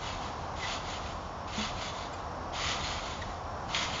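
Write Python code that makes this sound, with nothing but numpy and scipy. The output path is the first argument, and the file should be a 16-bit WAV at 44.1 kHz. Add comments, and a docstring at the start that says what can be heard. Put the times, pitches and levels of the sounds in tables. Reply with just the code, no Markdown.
"""A wood, several metres from a garden trampoline; someone bounces about once a second. Mono.
Each landing stretches the steel springs: their hooks rasp, squeak and clack in the frame, and coils
ring. The empty mat swings on and works them again, ever more weakly. The mat thumps; a frame tube
hums once. Behind it: a distant rush, a dying breeze in the leaves, a low drone and a thin whine."""
import sys
import numpy as np
from scipy import signal
from scipy.fft import rfft, irfft, next_fast_len
from scipy.io import wavfile
from scipy.ndimage import map_coordinates

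SR = 44100
rng = np.random.default_rng(int(sys.argv[2]) if len(sys.argv) > 2 else 0)


def wrap_up_sound(samples):
    """Save the sound to the file named by the first command line argument, as 16-bit audio."""
    columns = np.atleast_2d(samples).T
    # keep every value between -1 and 1, then stretch to whole-number steps
    tamed = np.clip(columns, -1, 1)
    steps = np.round(tamed * 32767).astype(np.int16)
    wavfile.write(sys.argv[1], SR, steps)


N = 176400

# Distant rush spectrum (frequency [Hz], gain [dB])
RUSH_SPECTRUM = [(76, -40.5), (130, -9.5), (156, -8.5), (188, -3), (409, -7), (554, -2.5), (623, -1),
                 (713, 2), (888, -1), (1030, 0.5), (2240, -21.5), (3040, -23.5), (4190, -25.5),
                 (5670, -24.5), (7300, -33), (9490, -76), (16100, -120)]
# Distant rush envelope (time [s], level [dB])
RUSH_ENVELOPE = [(0.0, -39.5), (0.78, -39), (1.32, -41), (1.74, -40.5), (2.23, -40), (2.74, -39),
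                 (3.25, -41), (3.46, -40), (3.72, -38.5), (4.0, -38.5)]
# Leaf rustle spectrum (frequency [Hz], gain [dB])
LEAF_SPECTRUM = [(900, -32), (2000, 3.5), (3000, 5.5), (5000, -4.5), (6500, -2.5), (7300, -10.5)]
# Low rumble spectrum (frequency [Hz], gain [dB])
RUMBLE_SPECTRUM = [(18, -35), (28, -12), (40, 2.5), (55, -5.5), (70, -2), (82, -1), (98, -4.5), (130, -7),
                   (200, -15), (400, -56)]
# Air pushed by the mat (time [s], half width [s], level [dB])
MAT_THUMPS = [(.4, .02, -48), (1.12, 0.018, -46), (1.679, 0.059, -46), (2.673, 0.03, -42),
              (2.809, 0.029, -41), (3.244, 0.028, -47), (3.69, 0.027, -45.5), (3.847, 0.15, -45.5)]
# Mat thump spectrum (frequency [Hz], gain [dB])
THUMP_SPECTRUM = [(20, -9), (40, -4.5), (80, -3), (130, -3), (200, -6.5), (320, -16.5), (700, -41.5)]
# Frame tube modes (frequency [Hz], gain [dB], T60 [s])
TUBE_MODES = [(213.3, 5, 0.35), (432, -9, .3), (657, -18, 0.33)]
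# Hook impacts (time [s], level [dB])
HOOK_CLACKS = [(3.747, -25), (3.7612, -35), (3.766, -40)]
# Hook impact spectrum (frequency [Hz], gain [dB])
CLACK_SPECTRUM = [(300, -37), (900, -4), (1400, -6), (2000, 2), (2800, 0), (3800, 0), (5000, -6),
                  (7300, -19)]
# Hook rasp spectrum (frequency [Hz], gain [dB])
RASP_SPECTRUM = [(880, -38.5), (1500, -20), (1740, -11.5), (2010, -0.5), (2580, -4.5), (3480, -1),
                 (3740, -3.5), (4300, -5), (4720, -7.5), (5710, -11.5), (6740, -8.5), (7020, -10),
                 (7300, -21.5), (9490, -40.5), (16100, -120)]
# Spring resonances (frequency [Hz], bandwidth [Hz], gain [dB])
SPRING_MODES = [(1990, 53, 2.5), (2300, 47, -8), (3055, 32, 8.5), (3296, 74, -2), (4630, 30, -2),
                (4880, 41, -5), (5300, 140, -13), (6450, 76, -8.5), (6260, 71, -11.5), (6700, 30, -6)]
# Frame and mat response (frequency [Hz], gain [dB])
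BODY_SPECTRUM = [(100, -21.5), (400, -17.5), (750, -11.5), (1100, 6), (1350, 6), (1700, -6.5), (2500, -32)]
# Hook squeaks (time [s], half width [s], pitch [Hz], level [dB], tilt [dB/harmonic])
HOOK_SQUEAKS = [(0.642, 0.016, 2015, -36.5, -8), (1.048, .012, 1997, -53, 0),
                (2.14, 0.0057, 2436, -47.5, 6), (3.224, 0.0055, 1920, -39, 0)]
# Squeak harmonics (multiple of pitch, gain before tilt [dB])
SQUEAK_HARMONICS = [(1, -5), (2, -14.5), (3, -20)]
# Rasp filter for slack springs (frequency [Hz], gain [dB])
SLACK_SPECTRUM = [(1500, -2.5), (2200, -1), (3200, -2), (4400, -1), (5500, -3), (7000, -0.5)]
# Landings (touchdown [s], deepest stretch [s], level [dB], rise [s], fall [s], rebound delay [s],
# rebound period [s], first rebound gain [dB], first rebound half width [s])
LANDINGS = [(-.3, -0.147, -36.5, .08, 0.029, 0.23, 0.17, -5.5, 0.057),
            (0.554, 0.727, -37.5, 0.097, 0.042, 0.19, 0.16, -4, 0.057),
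            (1.469, 1.621, -36.5, 0.067, 0.058, 0.22, .165, -3.5, 0.057),
            (2.522, 2.687, -33, 0.1, 0.055, 0.2, 0.2, -5, 0.089),
            (3.68, 3.796, -33, .052, 0.061, 0.17, .17, -6.5, 0.055)]


def amp(db):
    """Decibels to gain."""
    return 10 ** (np.asarray(db) / 20)


def unit(x):
    """Scale to rms 1."""
    return x / np.sqrt(np.mean(x ** 2) + 1e-20)


def clock():
    """Sample times [s]."""
    return np.arange(N) / SR


def noise():
    """White noise."""
    return rng.standard_normal(N)


def wobble(knots_per_s):
    """Smooth random curve."""
    knots = rng.standard_normal(int(N * knots_per_s / SR) + 4)
    return map_coordinates(knots, [clock() * knots_per_s])


def filtered(x, response):
    """Apply a gain given as a function of frequency [Hz]."""
    size = next_fast_len(N + SR // 2)
    return irfft(rfft(x, size) * response(np.fft.rfftfreq(size, 1 / SR)), size)[:N]


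def coloured(x, spectrum):
    """Filter by a spectrum table; rms 1."""
    hz, db = np.transpose(spectrum)
    return unit(filtered(x, lambda f: amp(np.interp(np.log(f + 1), np.log(hz + 1), db))))


def resonate(x, modes):
    """Parallel band-pass resonators; rms 1."""
    def response(f):
        return sum(amp(db) * 1j * f * width_hz / (hz * hz - f * f + 1j * f * width_hz)
                   for hz, width_hz, db in modes)
    return unit(filtered(x, response))


def swell(peak_s, rise_s, fall_s):
    """Gaussian envelope with separate rise and fall."""
    t = clock() - peak_s
    return np.exp(-.5 * (t / np.where(t < 0, rise_s, fall_s)) ** 2)


def distant_rush():
    """Broad noise, level drifting slightly."""
    level_db = np.interp(clock(), *np.transpose(RUSH_ENVELOPE))
    return amp(level_db) * coloured(noise(), RUSH_SPECTRUM)


def drone(hz=83, width_hz=16, level_db=-51.5):
    """Narrow noise band, heard as a low fluttering tone."""
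    band = filtered(noise(), lambda f: 1 / (1 + ((f - hz) / width_hz) ** 2) ** 2)
    return amp(level_db) * unit(band)


def whine(hz=5480, jitter_hz=32, level_db=-68):
    """Faint high tone, pitch jittering."""
    pitch_hz = hz + jitter_hz * wobble(150)
    return amp(level_db) * unit(np.sin(2 * np.pi * np.cumsum(pitch_hz) / SR))


def leaves(start_db=-56.5, fade_db_per_s=3.5):
    """A dying breeze rustles the leaves."""
    return amp(start_db - fade_db_per_s * clock()) * coloured(noise(), LEAF_SPECTRUM)


def rumble(level_db=-45.5):
    """Steady low noise."""
    return amp(level_db) * coloured(noise(), RUMBLE_SPECTRUM)


def trunk_echo(x, t60_s=.77, gain_db=-8):
    """Trunks scatter a short echo."""
    t = np.arange(SR // 2) / SR
    tail = rng.standard_normal(len(t)) * amp(-60 * t / t60_s)
    return amp(gain_db) * signal.fftconvolve(x, tail / np.linalg.norm(tail))[:N]


def mat_thumps():
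    """The moving mat pushes air in soft low thumps."""
    envelope = sum(amp(db) * swell(at_s, half_s, half_s) for at_s, half_s, db in MAT_THUMPS)
    return envelope * coloured(noise(), THUMP_SPECTRUM)


def frame_tube(knock_s=1.577, gain_db=-33.5, attack_s=.003, hold_s=.078, release_s=.0069):
    """A tube, knocked through the soft pad, hums until the load comes off."""
    t = np.maximum(clock() - knock_s, 0)
    ring = sum(amp(db - 60 * t / t60_s) * np.sin(2 * np.pi * hz * t) for hz, db, t60_s in TUBE_MODES)
    attack = 1 - np.exp(-t / attack_s)
    release = np.exp(-np.maximum(t - hold_s, 0) / release_s)
    return amp(gain_db) * ring * attack * release


def hook_clacks(t60_s=.058):
    """A landing near the edge snaps the hooks against the frame."""
    t = clock()
    envelope = sum(amp(db - 60 * np.abs(t - at_s) / t60_s) * (t >= at_s) for at_s, db in HOOK_CLACKS)
    return envelope * coloured(noise(), CLACK_SPECTRUM)


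def hook_friction(slips_per_s=2500, spread_db=1.5, slip_share=.53):
    """Stick-slip of steel hooks: tiny impulses over a fine hiss."""
    slipping = rng.random(N) < slips_per_s / SR
    slips = slipping * np.sign(noise()) * amp(spread_db * noise())
    return np.sqrt(slip_share) * unit(slips) + np.sqrt(1 - slip_share) * noise()


def coil_jingle(rings_per_s=240, centre_hz=4212, log_spread=.54, spread_db=10, t60_s=.09):
    """Single coils ring briefly, each at its own pitch."""
    count = int(rings_per_s * N / SR)
    start, pitch, strength = rng.random((count, 3)).T[:, :, None]
    t = np.arange(SR // 12) / SR
    hz = centre_hz * np.exp(log_spread * (2 * pitch - 1))
    rings = amp(spread_db * (2 * strength - 1) - 60 * t / t60_s) * np.sin(2 * np.pi * hz * t)
    index = (start * N).astype(int) + np.arange(len(t))
    summed = np.bincount(index.ravel(), rings.ravel(), N)[:N]
    return coloured(summed, RASP_SPECTRUM)


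def hook_rasp(spring_db=-11, jingle_db=-7, body_db=-5, judder_db=.73):
    """Friction sounds directly and rings the springs, frame and mat."""
    friction = hook_friction()
    direct = coloured(friction, RASP_SPECTRUM)
    ring = amp(spring_db) * resonate(hook_friction(), SPRING_MODES)
    jingle = amp(jingle_db) * coil_jingle()
    body = amp(body_db) * coloured(friction, BODY_SPECTRUM)
    return (direct + ring + jingle + body) * amp(judder_db * wobble(76))


def hook_squeaks(pitch_jitter=.03, rasp_db=-6.5):
    """A hook slips periodically and sings for a moment."""
    out = np.zeros(N)
    scrape = amp(rasp_db) * unit(hook_rasp())
    for at_s, half_s, hz, level_db, tilt_db in HOOK_SQUEAKS:
        phase = 2 * np.pi * np.cumsum(hz * (1 + pitch_jitter * wobble(500))) / SR
        tone = sum(amp(db + tilt_db * (k - 1)) * np.sin(k * phase) for k, db in SQUEAK_HARMONICS)
        out += amp(level_db) * swell(at_s, half_s, half_s) * (unit(tone) + scrape)
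    return out


def springs(settle_s=.012, touch_db=-10, rebounds=3, loss_db=2.5, loss_growth_db=2.36, width_ratio=.92):
    """Rasp follows stretch: one swell under the jumper, then dying swings of the empty mat."""
    loaded_power, rebound_power = np.zeros(N), np.zeros(N)
    for touch_s, peak_s, level_db, rise_s, fall_s, delay_s, period_s, rebound_db, width_s in LANDINGS:
        contact = np.clip((clock() - touch_s) / settle_s, 0, 1)
        stretch = np.maximum(swell(peak_s, rise_s, fall_s), amp(touch_db) * (clock() < peak_s))
        loaded_power += (amp(level_db) * contact * stretch) ** 2
        for k in range(rebounds):
            swing_db = level_db + rebound_db - loss_db * k - loss_growth_db * k * k
            half_s = width_s * width_ratio ** k
            swing = swell(peak_s + delay_s + k * period_s, half_s, half_s)
            rebound_power += (amp(swing_db) * swing) ** 2
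    loaded = np.sqrt(loaded_power) * unit(hook_rasp())
    slack = np.sqrt(rebound_power) * coloured(hook_rasp(), SLACK_SPECTRUM)
    return loaded + slack


def scene():
    """Trampoline among trees; both channels equal."""
    steel = springs() + hook_squeaks() + hook_clacks()
    trampoline = steel + trunk_echo(steel) + frame_tube() + mat_thumps()
    background = distant_rush() + drone() + whine() + leaves() + rumble()
    mono = trampoline + background
    return np.array([mono, mono])


def record(dry):
    """Steep low-pass band limit."""
    cutoff_hz, edge_hz = 7400, 200
    return np.array([filtered(x, lambda f: np.clip((cutoff_hz - f) / edge_hz + .5, 0, 1)) for x in dry])


dry = scene()
out = record(dry)
wrap_up_sound(out)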